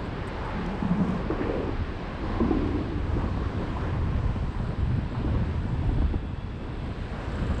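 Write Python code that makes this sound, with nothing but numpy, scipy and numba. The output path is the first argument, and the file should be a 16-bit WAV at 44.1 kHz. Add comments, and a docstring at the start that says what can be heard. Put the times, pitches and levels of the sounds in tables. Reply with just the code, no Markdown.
"""Wind rumbles and flutters on a microphone riding a bicycle, with sharp puffs, over the roar of city traffic.
Wind is band-limited noise held at a slowly varying strength, plus decaying low tones for the puffs;
brief swells of mid hiss, many with a puff, are band noise. Traffic is shaped noise: tyre roar, hiss, thin top.
Chain, freewheel, loose metal and the valve ticks of an idling car, growing louder near the end, are
scratches of noise that ring resonant modes; a wheel pings once a turn and a brake squeals faintly."""
import sys
import numpy as np
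from scipy import signal
from scipy.fft import rfft, irfft
from scipy.io import wavfile
from scipy.ndimage import uniform_filter1d
from numba import njit

SR = 44100
rng = np.random.default_rng(int(sys.argv[2]) if len(sys.argv) > 2 else 0)


def dump(signal):
    """Clip the signal to [-1, 1] and save it as 16-bit WAV at the path in sys.argv[1]."""
    limited = np.clip(np.atleast_2d(signal).T, -1, 1)
    pcm = np.round(limited * 32767).astype(np.int16)
    wavfile.write(sys.argv[1], SR, pcm)


N = 335160
T = np.arange(N) / SR  # time [s]


def undb(db):
    """Amplitude ratio of a level in decibels."""
    return 10 ** (np.asarray(db) / 20)


def unit(x):
    """Normalisation to a root-mean-square value of 1."""
    return x / np.sqrt(np.mean(x ** 2))


def curves(table):
    """Linear interpolation in time of each column of a table."""
    s, *columns = np.transpose(table)
    return [np.interp(T, s, c) for c in columns]


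@njit
def svf(x, hz, q):
    """State-variable resonator: band-pass of unit peak gain whose centre and Q may move every sample."""
    y, band_state, low_state = np.empty(len(x)), 0., 0.
    for i in range(len(x)):
        g, k = np.tan(np.pi * hz[i] / SR), 1 / q[i]
        v = (band_state + g * (x[i] - low_state)) / (1 + g * (g + k))
        band_state, low_state, y[i] = 2 * v - band_state, low_state + 2 * g * v, k * v
    return y


def band(x, hz, q):
    """Resonance at fixed or moving hz, with Q kept at 0.2 or more."""
    return svf(x, np.zeros(len(x)) + hz, np.zeros(len(x)) + np.maximum(q, .2))


def band_twice(x, hz, q, second_q):
    """Two resonances in cascade, whose skirts are steeper than those of one."""
    return band(band(x, hz, q), hz, second_q)


def walk(rate):
    """Slow random fluctuation: levels held 1 / rate s and averaged twice; spread near 1."""
    k = int(SR / rate)
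    held = np.repeat(rng.standard_normal(N // k + 1), k)
    return 1.09 * uniform_filter1d(uniform_filter1d(held, k), k)[:N]


def coloured(spectrum, flicker_db, rate):
    """Spectral shaping of noise, in overlapping half-octave bands that each fluctuate alone."""
    hz, db = np.transpose(spectrum)
    f = np.maximum(np.arange(N // 2 + 1) * SR / N, 1)
    gain = undb(np.interp(np.log(f), np.log(hz), db, -120, -120))
    lines = rfft(rng.standard_normal(N)) * gain
    place = 2 * np.log2(f)  # position in half octaves
    out = 0
    for k in range(int(2 * np.log2(hz[0])), int(2 * np.log2(hz[-1])) + 2):
        share = np.clip(1 - abs(place - k), 0, 1)
        out = out + undb(flicker_db * walk(rate)) * irfft(lines * share, N)
    return unit(out)


def swirl(hz, q, settle_s, lump_db, rate):
    """Vortices of one size: steep-band noise arriving in lumps, its short-term power held steady."""
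    lumps = rng.standard_normal(N) * undb(lump_db * walk(rate))
    x = band_twice(lumps, hz, q, q)
    k = int(settle_s * SR)
    power = uniform_filter1d(uniform_filter1d(x ** 2, k), k)
    return unit(x / np.sqrt(power + 1e-12))


def wind():
    """Turbulent pressure on the microphone port: buffeting rumble, loose eddies and lone puffs."""
    # rumble: (time [s], rumble level [dB], rumble centre [Hz], deep bass level [dB])
    rumble_table = [(0, -35.5, 71.3, -40), (.5, -37, 69.3, -33.5), (.9, -34, 87.3, -37),
                    (1.25, -37.5, 71, -35), (1.55, -36.5, 72.2, -34), (1.82, -27.5, 61.8, -32),
                    (2.1, -43.5, 67, -37), (2.35, -30.5, 66, -30.5), (2.8, -31, 75, -34.5),
                    (3.0, -34, 67.6, -35), (3.15, -25, 63.7, -32.5), (3.3, -28, 62.7, -42),
                    (3.45, -25.5, 67, -30), (3.65, -33.5, 64, -31), (3.8, -25.5, 66.4, -30),
                    (3.9, -27, 71, -44), (4.0, -26.5, 79.6, -30), (4.35, -26.5, 78, -30),
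                    (4.6, -30.5, 81, -34), (4.8, -27.5, 84, -31), (4.95, -25.5, 89, -32),
                    (5.1, -30.5, 70, -38), (5.3, -23, 68.7, -30), (5.45, -26.5, 61, -41),
                    (5.65, -29.5, 82.4, -33.5), (5.9, -24.5, 69.6, -26.5), (6.05, -25.5, 69.8, -24),
                    (6.09, -31.5, 70, -27), (6.15, -21.5, 72, -24.5), (6.19, -32, 71, -40),
                    (6.9, -34, 69.8, -34.5), (7.22, -34.5, 72.6, -43), (7.4, -32.5, 74, -36),
                    (7.5, -28.5, 74.6, -30), (7.6, -39, 68.7, -30)]
    # eddies shed all the while: (time [s], level [dB])
    eddy_table = [(0, -36.5), (.5, -40), (1.2, -34), (1.9, -38.5), (2.3, -35), (3.0, -37.5), (3.75, -33),
                  (4.2, -43.5), (4.7, -36.5), (4.9, -40), (5.3, -33.5), (5.6, -40), (6.1, -36.5),
                  (6.4, -41.5), (6.9, -38), (7.6, -40)]
    # the rumble drops for an instant: (time [s], gain at the middle [dB])
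    lull_table = [(1.87, -6), (2.01, -13), (3.53, -17), (3.665, -14), (3.74, -7), (3.9, -8), (4.22, -9),
                  (4.34, -2), (4.52, -22), (4.65, -1), (4.755, -20), (5.01, -7), (5.14, -4), (5.45, -6),
                  (5.57, -1.5), (5.68, -5), (6.08, -3), (6.36, -15), (6.6, -10)]
    # puffs, before rise and glide: (time [s], tone amplitude [dB], pitch [Hz], 60 dB decay [s], hiss [dB])
    puff_table = [(0.564, -18.5, 180, 0.054, -37), (0.823, -7, 197, 0.034, -39),
                  (0.847, -13, 196, 0.092, -44), (0.909, -17, 182, 0.075, -28.5),
                  (1, -11.5, 186, 0.11, -31), (1.09, -15.5, 188, 0.095, -46), (1.21, -17.5, 174, 0.06, -45),
                  (1.3, -9.5, 348, 0.042, -34), (1.324, -14, 298, 0.028, -34), (1.41, -9, 270, 0.033, -40),
                  (1.495, -10, 390, 0.024, -38), (1.535, -22, 300, .03, -35), (1.552, -22, 322, 0.034, -42),
                  (1.571, -13.5, 396, 0.038, -36), (1.6, -11, 328, 0.022, -33),
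                  (1.69, -10.5, 298, 0.025, -31), (2.401, -15, 352, 0.13, -32), (2.43, -10, 240, 0.06, -42),
                  (2.484, -10, 228, 0.049, -28), (2.508, -5.5, 325, 0.045, -29),
                  (2.567, -11, 270, .035, -37), (2.59, -18.5, 310, 0.052, -40),
                  (2.626, -23, 323, 0.051, -47), (2.658, -17, 285, 0.028, -36),
                  (2.744, -14.5, 288, 0.056, -38), (2.785, -16, 300, 0.034, -34),
                  (2.833, -21, 310, 0.032, -42), (3.149, -30, 191, 0.044, -38),
                  (3.165, -14, 296, 0.045, -35), (3.238, -19, 201, .04, -25),
                  (3.415, -12.5, 220, 0.022, -27), (3.795, -19.5, 111, 0.055, -40),
                  (3.953, -19, 318, 0.041, -33), (4.292, -12.5, 127, 0.057, -35),
                  (4.358, -16, 222, 0.056, -27.5), (4.597, -18, 192, 0.057, -30),
                  (4.801, -18, 210, 0.044, -44.5), (4.985, -17, 210, 0.05, -43),
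                  (5.185, -17, 75, 0.066, -40), (5.244, -13, 299, 0.043, -43), (5.272, -23, 90, 0.093, -35),
                  (5.294, -18, 230, 0.025, -23), (5.349, -24, 210, 0.038, -25),
                  (5.419, -14, 170, 0.04, -40), (5.651, -13, 200, 0.034, -37), (5.89, -10, 180, 0.026, -24),
                  (5.913, -12.5, 259, 0.023, -33), (5.981, -19.5, 294, 0.05, -34),
                  (6.018, -14.5, 260, 0.04, -31), (6.033, -10, 69, .09, -50),
                  (6.139, -7.5, 283, 0.023, -29), (6.154, -16, 170, 0.041, -37),
                  (6.442, -25, 212, 0.054, -52), (7.42, -24, 185, 0.19, -40), (7.498, -22, 201, 0.15, -34)]
    lull_s = 0.015  # half-width of a lull where its depth in dB is down to 1/e
    eddy_hz, eddy_wander = 170.4, 0.12  # middle pitch [Hz], spread of its logarithm
    eddy_q, eddy_lump_db = 0.72, 2
    deep_hz, buffet_db, buffets_per_s = 35.5, 2, 16

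    rumble_db, rumble_hz, deep_db = curves(rumble_table)
    lull = undb(sum(db * np.exp(-((T - s) / lull_s) ** 2) for s, db in lull_table))
    rumble = undb(rumble_db + buffet_db * walk(buffets_per_s)) * swirl(rumble_hz, 0.94, 0.067, 2.5, 28)
    rumble += undb(deep_db) * swirl(deep_hz, 0.85, 0.22, .6, 9.5)

    eddy_db = curves(eddy_table)[0] + eddy_lump_db * walk(16)
    wandering_hz = eddy_hz * np.exp(eddy_wander * walk(11))
    eddies = swirl(wandering_hz, eddy_q, 0.065, 4.5, 40) * undb(eddy_db)

    t = T[:int(.2 * SR)]
    glide = 0.947 + 0.71 * np.exp(-t / 0.0025)  # each puff starts small and quick, then widens
    rise = 1 - np.exp(-(t / 0.0028) ** 2)
    for s, db, hz, t60, hiss_db in puff_table:
        noise = band_twice(rng.standard_normal(len(t)), 560, .8, .8)
        hiss = unit(band(noise, 560, 0.77)) * undb(hiss_db)
        thump = np.sin(2 * np.pi * np.cumsum(hz * glide) / SR) * undb(db)
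        puff = (thump + hiss) * rise * undb(-60 * t / t60)
        at = int(s * SR)
        eddies[at:at + len(t)] += puff[:N - at]
    return rumble * lull + eddies


def gusts():
    """Vortex shedding past the housing: flutter on a gliding pitch with finer eddies above it."""
    # (start [s], length [s], start level [dB], end level [dB], start flutter [Hz], end flutter [Hz],
    #  sharpness Q [-], finer eddies against the flutter [dB])
    gust_table = [(0.545, 0.22, -33, -33, 173, 197, 3.1, -26), (0.854, 0.091, -30, -29, 190, 181, 4.9, -24),
                  (0.902, 0.14, -27, -25, 178, 198, 4.4, -30), (1.053, 0.13, -31, -28.5, 188, 196, 5, -38),
                  (1.3, 0.076, -28, -38, 306, 256, 0.94, -8.5),
                  (1.373, 0.14, -35, -31.5, 297, 314, 1.14, -2),
                  (1.527, 0.13, -26.5, -34, 293, 320, 1.23, -4),
                  (1.664, 0.018, -33, -32.5, 270, 247, 1.8, -12),
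                  (2.401, 0.054, -23, -28, 250, 229, 3.4, -10),
                  (2.48, 0.19, -24, -30.5, 272, 298, 3.2, -28),
                  (2.679, 0.29, -31, -33.5, 300, 280, 2.65, -25),
                  (3.124, 0.16, -32, -35, 178, 215, 0.69, -31),
                  (3.96, 0.13, -30, -33.5, 120, 106, 2.8, -32),
                  (4.682, 0.044, -20, -39, 116, 102, 2.6, -27),
                  (4.775, 0.16, -33, -26.5, 90, 125.6, 4.9, -30),
                  (5.724, 0.12, -36, -35.5, 126, 116, 2.4, -31),
                  (7.293, 0.25, -38.5, -33.5, 196, 178, 0.83, -33)]
    rise_s, fall_s = 0.01, 0.033
    fine_ratio = 1.52  # pitch of the finer eddies over the flutter
    lump_db, settle_s = 1.2, .045
    out = np.zeros(N)
    for s, length, start_db, end_db, start_hz, end_hz, q, fine_db in gust_table:
        ends = [s, s + length]
        hz = np.interp(T, ends, [start_hz, end_hz])
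        rise = np.clip((T - s) / rise_s, 0, 1)
        fall = np.exp(-np.maximum(T - s - length, 0) / fall_s)
        flutter = swirl(hz, q, settle_s, lump_db, 40)
        flutter += undb(fine_db) * swirl(fine_ratio * hz, 4.6, 0.089, 2.0, 49.44)
        out += flutter * rise * fall * undb(np.interp(T, ends, [start_db, end_db]))
    return out


def hiss_swells():
    """Transient band noise: brief swells of mid hiss rise and die away, many together with a puff of wind."""
    # (time of the top [s], rise [s], fall [s], level [dB], centre [Hz], sharpness Q [-])
    swell_table = [(.5, 0.13, 0.17, -44.5, 1350, 2.5), (0.801, 0.026, 0.12, -48, 1400, 1.5),
                   (1.31, 0.0077, 0.091, -40, 1100, 1.6), (1.42, 0.022, 0.068, -43, 1640, 2.4),
                   (1.44, 0.084, 0.3, -51, 2440, 2.7), (.62, 0.05, 0.1, -48, 1600, 1.7),
                   (.83, .03, 0.023, -41, 920, 4), (2.405, .004, 0.019, -33, 1040, 7.4),
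                   (2.51, 0.0066, 0.033, -33.5, 760, 4.4), (3.201, 0.082, 0.05, -43, 900, 1.3),
                   (3.375, 0.0018, 0.012, -37.5, 686, 1.5), (3.77, 0.008, 0.022, -37.5, 870, 2.1),
                   (3.849, 0.046, 0.041, -42, 1280, 1.5), (5.151, 0.0018, 0.033, -38.5, 925, 1.8),
                   (5.35, 0.018, 0.054, -48, 1090, 1.3), (6.141, 0.0032, 0.0091, -38, 745, 1.7),
                   (6.02, 0.0035, 0.0088, -38, 600, 1.1), (7.423, .002, 0.028, -42, 644, 1.2),
                   (7.39, 0.07, 0.15, -51, 1380, 1.6), (7.141, 0.018, .03, -49, 1400, 2.4),
                   (7.51, 0.013, 0.033, -40, 950, 1.4)]
    bite = 0.88  # extra strength of the noise around the top, before filtering
    lead_s = .2  # room for the rise
    out, t = np.zeros(N + SR), T[:int(.6 * SR)] - lead_s
    for s, rise, fall, db, hz, q in swell_table:
        shape = np.where(t < 0, np.exp(-(t / rise) ** 2), np.exp(-t / fall))
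        noise = rng.standard_normal(len(t)) * (1 + bite * np.exp(-(t / 0.0016) ** 2))
        at = int((s - lead_s) * SR)
        out[at:at + len(t)] += undb(db) * shape * unit(band_twice(noise, hz, q, q))
    return out[:N]


def traffic():
    """Broadband rolling and engine noise: roar with a tread resonance near 1 kHz, hiss and a thin top."""
    # levels before the common surge: (time [s], tyre roar [dB], hiss [dB], top hiss [dB])
    traffic_table = [(0, -38.5, -44.5, -67), (.15, -39, -45.5, -69.5), (.5, -36, -44.5, -69.5),
                     (1.15, -35.5, -47, -65.5), (1.28, -38.5, -46.5, -74), (1.44, -34.5, -47, -70),
                     (1.8, -41, -46, -69.5), (2.4, -36.5, -44.5, -70), (2.6, -38.5, -45.5, -68.5),
                     (2.9, -42, -47, -69), (3.18, -39, -46.5, -67), (3.55, -40.5, -47, -66),
                     (3.84, -37, -47, -67), (4.0, -39, -47.5, -67.5), (4.5, -43, -48.5, -67.5),
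                     (5.12, -45, -48, -75), (5.2, -42.5, -47, -73), (5.35, -41, -47.5, -72),
                     (5.57, -43, -48.5, -70), (6.04, -42.5, -48, -74.5), (6.25, -46.5, -53, -81),
                     (6.55, -46.5, -52, -73), (6.75, -43.5, -50, -75), (7.05, -43, -47.5, -68),
                     (7.25, -39.5, -46.5, -65), (7.5, -41, -44, -64), (7.6, -39, -45.5, -64)]
    # relative spectrum of the tyre roar: (frequency [Hz], density [dB per Hz])
    roar_spectrum = [(180, -62.5), (300, -2.5), (409, -2), (615, -6), (709, -6), (1050, -6.5),
                     (1400, -14.5), (2500, -22), (3250, -30.5), (5500, -120)]
    # relative spectrum of the rolling and engine hiss: (frequency [Hz], density [dB per Hz])
    hiss_spectrum = [(700, -25.5), (1200, -3.5), (1600, -1.5), (2200, -8.5), (3000, -10), (4000, -14.5),
                     (5000, -19.5), (6500, -38), (8450, -58)]
    # relative spectrum of the thin top: (frequency [Hz], density [dB per Hz])
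    top_spectrum = [(4500, -6.5), (5500, 4), (6800, 0), (7500, 0), (8200, 1.5), (9000, -11), (9500, -5.5),
                    (11000, -4.5), (12800, -8)]
    # tread whine of the nearest tyres: (time [s], centre [Hz], level against the roar [dB])
    tread_table = [(0, 844, -23), (.4, 875, -7), (.55, 854, -8.5), (.85, 834, -9), (1, 1003, -10),
                   (1.4, 1126, -12.5), (1.7, 1087, -16), (2.2, 1090, -11), (2.5, 1016, -7),
                   (2.8, 1130, -16), (3.4, 1070, -10), (3.85, 1000, -7.5), (4.2, 1045, -10), (5.2, 958, -7),
                   (6, 960, -8.5), (7.6, 1025, -19)]
    # two faint narrow hums of hiss while coasting: (time [s], level of each [dB])
    hum_table = [(5.2, -82), (5.8, -62.5), (6.8, -62.5), (7.1, -80)]
    hum_centres_hz, hum_q = (2650, 3390), 25
    surge_db, surges_per_s = 0.34, 14  # roar, hiss and top swell and sink together

    roar_db, hiss_db, top_db = curves(traffic_table)
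    tread_hz, tread_db = curves(tread_table)
    broad = coloured(roar_spectrum, 1.7, 12)
    roar = broad + undb(tread_db) * unit(band(rng.standard_normal(N), tread_hz, 18.7))
    wash = roar * undb(roar_db)
    wash += coloured(hiss_spectrum, 1.0, 10) * undb(hiss_db)
    wash += coloured(top_spectrum, 1.2, 11) * undb(top_db)
    hum = sum(unit(band(rng.standard_normal(N), hz, hum_q)) for hz in hum_centres_hz)
    return hum * undb(curves(hum_table)[0]) + wash * undb(surge_db * walk(surges_per_s))


def clicks(rate, scatter_db, modes, smear_s):
    """Modal excitation: a short scratch of noise at each link or tooth rings a set of modes."""
    hit = np.flatnonzero(np.diff(np.floor(np.cumsum(rate) / SR))) + 1
    size = np.zeros(N)
    size[hit] = undb(scatter_db * rng.standard_normal(N // 400)[:len(hit)])
    envelope = signal.lfilter([1], [1, -np.exp(-1 / (smear_s * SR))], size)
    scratch = envelope * rng.standard_normal(N)
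    return unit(sum(undb(db) * unit(band_twice(scratch, hz, hz / width, .5 * hz / width))
                    for hz, width, db in modes))


def bicycle():
    """Modal ringing of small parts, struck by chain and freewheel, plus loose metal clicks."""
    # chain over the sprocket: (time [s], clicks a second [1/s], level before fluctuation [dB])
    chain_table = [(1.4, 24, -110), (1.7, 21, -83), (3, 27, -90), (4.1, 21, -84), (4.35, 30, -110)]
    # freewheel pawls: (time [s], clicks a second [1/s], level before fluctuation [dB])
    freewheel_table = [(4.2, 69.2, -110), (4.4, 68.6, -78), (5.2, 70.3, -76), (5.9, 70, -76.5),
                       (6.5, 69, -79), (6.8, 66.1, -75), (7, 64.7, -72.5), (7.6, 62, -72)]
    # modes of the small parts: (frequency [Hz], width of the first resonance [Hz], relative level [dB])
    part_modes = [(8480, 180, 1.5), (7610, 120, -6), (7800, 450, 0.5), (8880, 250, -3.5), (9350, 500, -6)]
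    # metal clicks and chirps: (time [s], ring peak [dB], pitch [Hz], length [s], broadband against ring [dB])
    metal_table = [(0.046, -55, 7950, .03, -17), (0.271, -43, 8300, 0.017, -19),
                   (0.444, -54, 8010, .03, -12), (.499, -56, 7620, .012, -14),
                   (0.662, -54, 7960, 0.003, 20), (.755, -55, 8120, .004, 2), (1.086, -51, 7200, .002, 12),
                   (1.106, -53, 8370, .002, 10), (3.768, -54, 7500, .006, 0)]
    snap_hz, snap_q = 2900, .55
    overtones = [(1.16, -9), (1.4, -6)]  # (frequency ratio [-], drive level [dB])
    out = np.zeros(N)
    for table in (chain_table, freewheel_table):
        rate, db = curves(table)
        out += clicks(rate, 1.5, part_modes, .006) * undb(db + 1.8 * walk(6))
    t = T[:int(.08 * SR)]
    for s, db, hz, length, broad_db in metal_table:
        envelope = np.exp(-(t / length) ** 2) * np.minimum(5 * t / length, 1)
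        scrape = rng.standard_normal(len(t)) * envelope
        ring = band(scrape, hz, 12)
        ring += sum(undb(over_db) * band(scrape, ratio * hz, 12) for ratio, over_db in overtones)
        broad = band_twice(scrape, snap_hz, snap_q, snap_q)
        click = ring / abs(ring).max() + undb(broad_db) * broad / abs(broad).max()
        at = int(s * SR)
        out[at:at + len(t)] += undb(db) * click
    return out


def pings():
    """Periodic excitation: something brushes the wheel once a turn and rings one high note with a tail."""
    first_s, turn_s, ping_hz = 4.209, .2957, 7630
    peak_db = [-68, -68, -67, -67, -65, -63, -67, -67]  # turn by turn
    tail_s, tail_db = .12, -8  # tail of the brush, ahead of the resonance
    out, t = np.zeros(N), T[:int(.28 * SR)]
    for turn, db in enumerate(peak_db):
        brush = np.exp(-(t / 0.017) ** 2) + undb(tail_db) * np.exp(-t / tail_s)
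        ring = band_twice(rng.standard_normal(len(t)) * brush, ping_hz, 45, 25)
        at = int((first_s + turn_s * turn) * SR)
        out[at:at + len(t)] += undb(db) * ring / abs(ring).max()
    return out


def idler():
    """Impact and modal response: each valve tick is a short scratch that rings the cylinder head."""
    # valve ticks of the idling car: (time [s], peak level [dB])
    valve_table = [(7.212, -60), (7.244, -56), (7.282, -60), (7.317, -48), (7.353, -50), (7.392, -49),
                   (7.429, -54), (7.466, -45), (7.507, -51), (7.543, -49), (7.579, -45)]
    # cylinder head: (frequency [Hz], width of the first resonance [Hz], relative level before scatter [dB])
    head_modes = [(7450, 200, 0), (7900, 260, -3), (6300, 500, -11), (5300, 500, -8), (4000, 600, -3),
                  (9200, 500, -15), (11400, 600, -13)]
    scatter_db = 3  # every tick strikes the modes differently
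    out, t = np.zeros(N + SR), T[:int(.06 * SR)]
    for s, db in valve_table:
        scratch = rng.standard_normal(len(t)) * np.exp(-t / 0.0061)
        ring = 0
        for hz, width, mode_db in head_modes:
            strength = undb(mode_db + scatter_db * rng.standard_normal())
            ring = ring + strength * unit(band_twice(scratch, hz, hz / width, .5 * hz / width))
        at = int(s * SR)
        out[at:at + len(t)] += undb(db) * ring / abs(ring).max()
    return out[:N]


def squeal():
    """Faint brake squeal: a sinusoid with random frequency and level modulation that fades in and out."""
    start_s, length_s = 2.135, .125
    middle_hz, middle_db = 4090, -61
    shape = np.sqrt(np.sin(np.pi * np.clip((T - start_s) / length_s, 0, 1)).clip(0))
    level = undb(middle_db + 2.5 * walk(40))
    hz = middle_hz * (1 + 0.0048 * walk(60))
    return level * shape * np.sin(2 * np.pi * np.cumsum(hz) / SR)


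def scene():
    """Linear superposition of all the sources, in one channel."""
    air = wind() + gusts() + hiss_swells()
    road = traffic() + squeal()
    machines = bicycle() + pings() + idler()
    return (air + road + machines)[None]


def record(dry):
    """Saturation and filtering: rounds peaks, steps the treble down, cuts the deepest bass and the top."""
    # microphone response, flat beyond its ends: (frequency [Hz], gain [dB])
    shelf = [(9300, -1), (9700, -12)]
    soft_top = 0.32  # level where the input stage rounds peaks off
    top_hz = 12450
    hz, db = np.transpose(shelf)
    dry = soft_top * np.tanh(dry / soft_top)
    both = np.concatenate([dry[:, ::-1], dry], axis=1)  # a mirrored lead-in lets the filters settle
    response = undb(np.interp(np.arange(N + 1) * SR / (2 * N), hz, db))
    both = irfft(rfft(both) * response, 2 * N)
    both = signal.sosfilt(signal.butter(2, 18, "high", fs=SR, output="sos"), both)
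    return signal.sosfilt(signal.ellip(8, .2, 70, top_hz, fs=SR, output="sos"), both)[:, N:]


dry = scene()
out = record(dry)
dump(out)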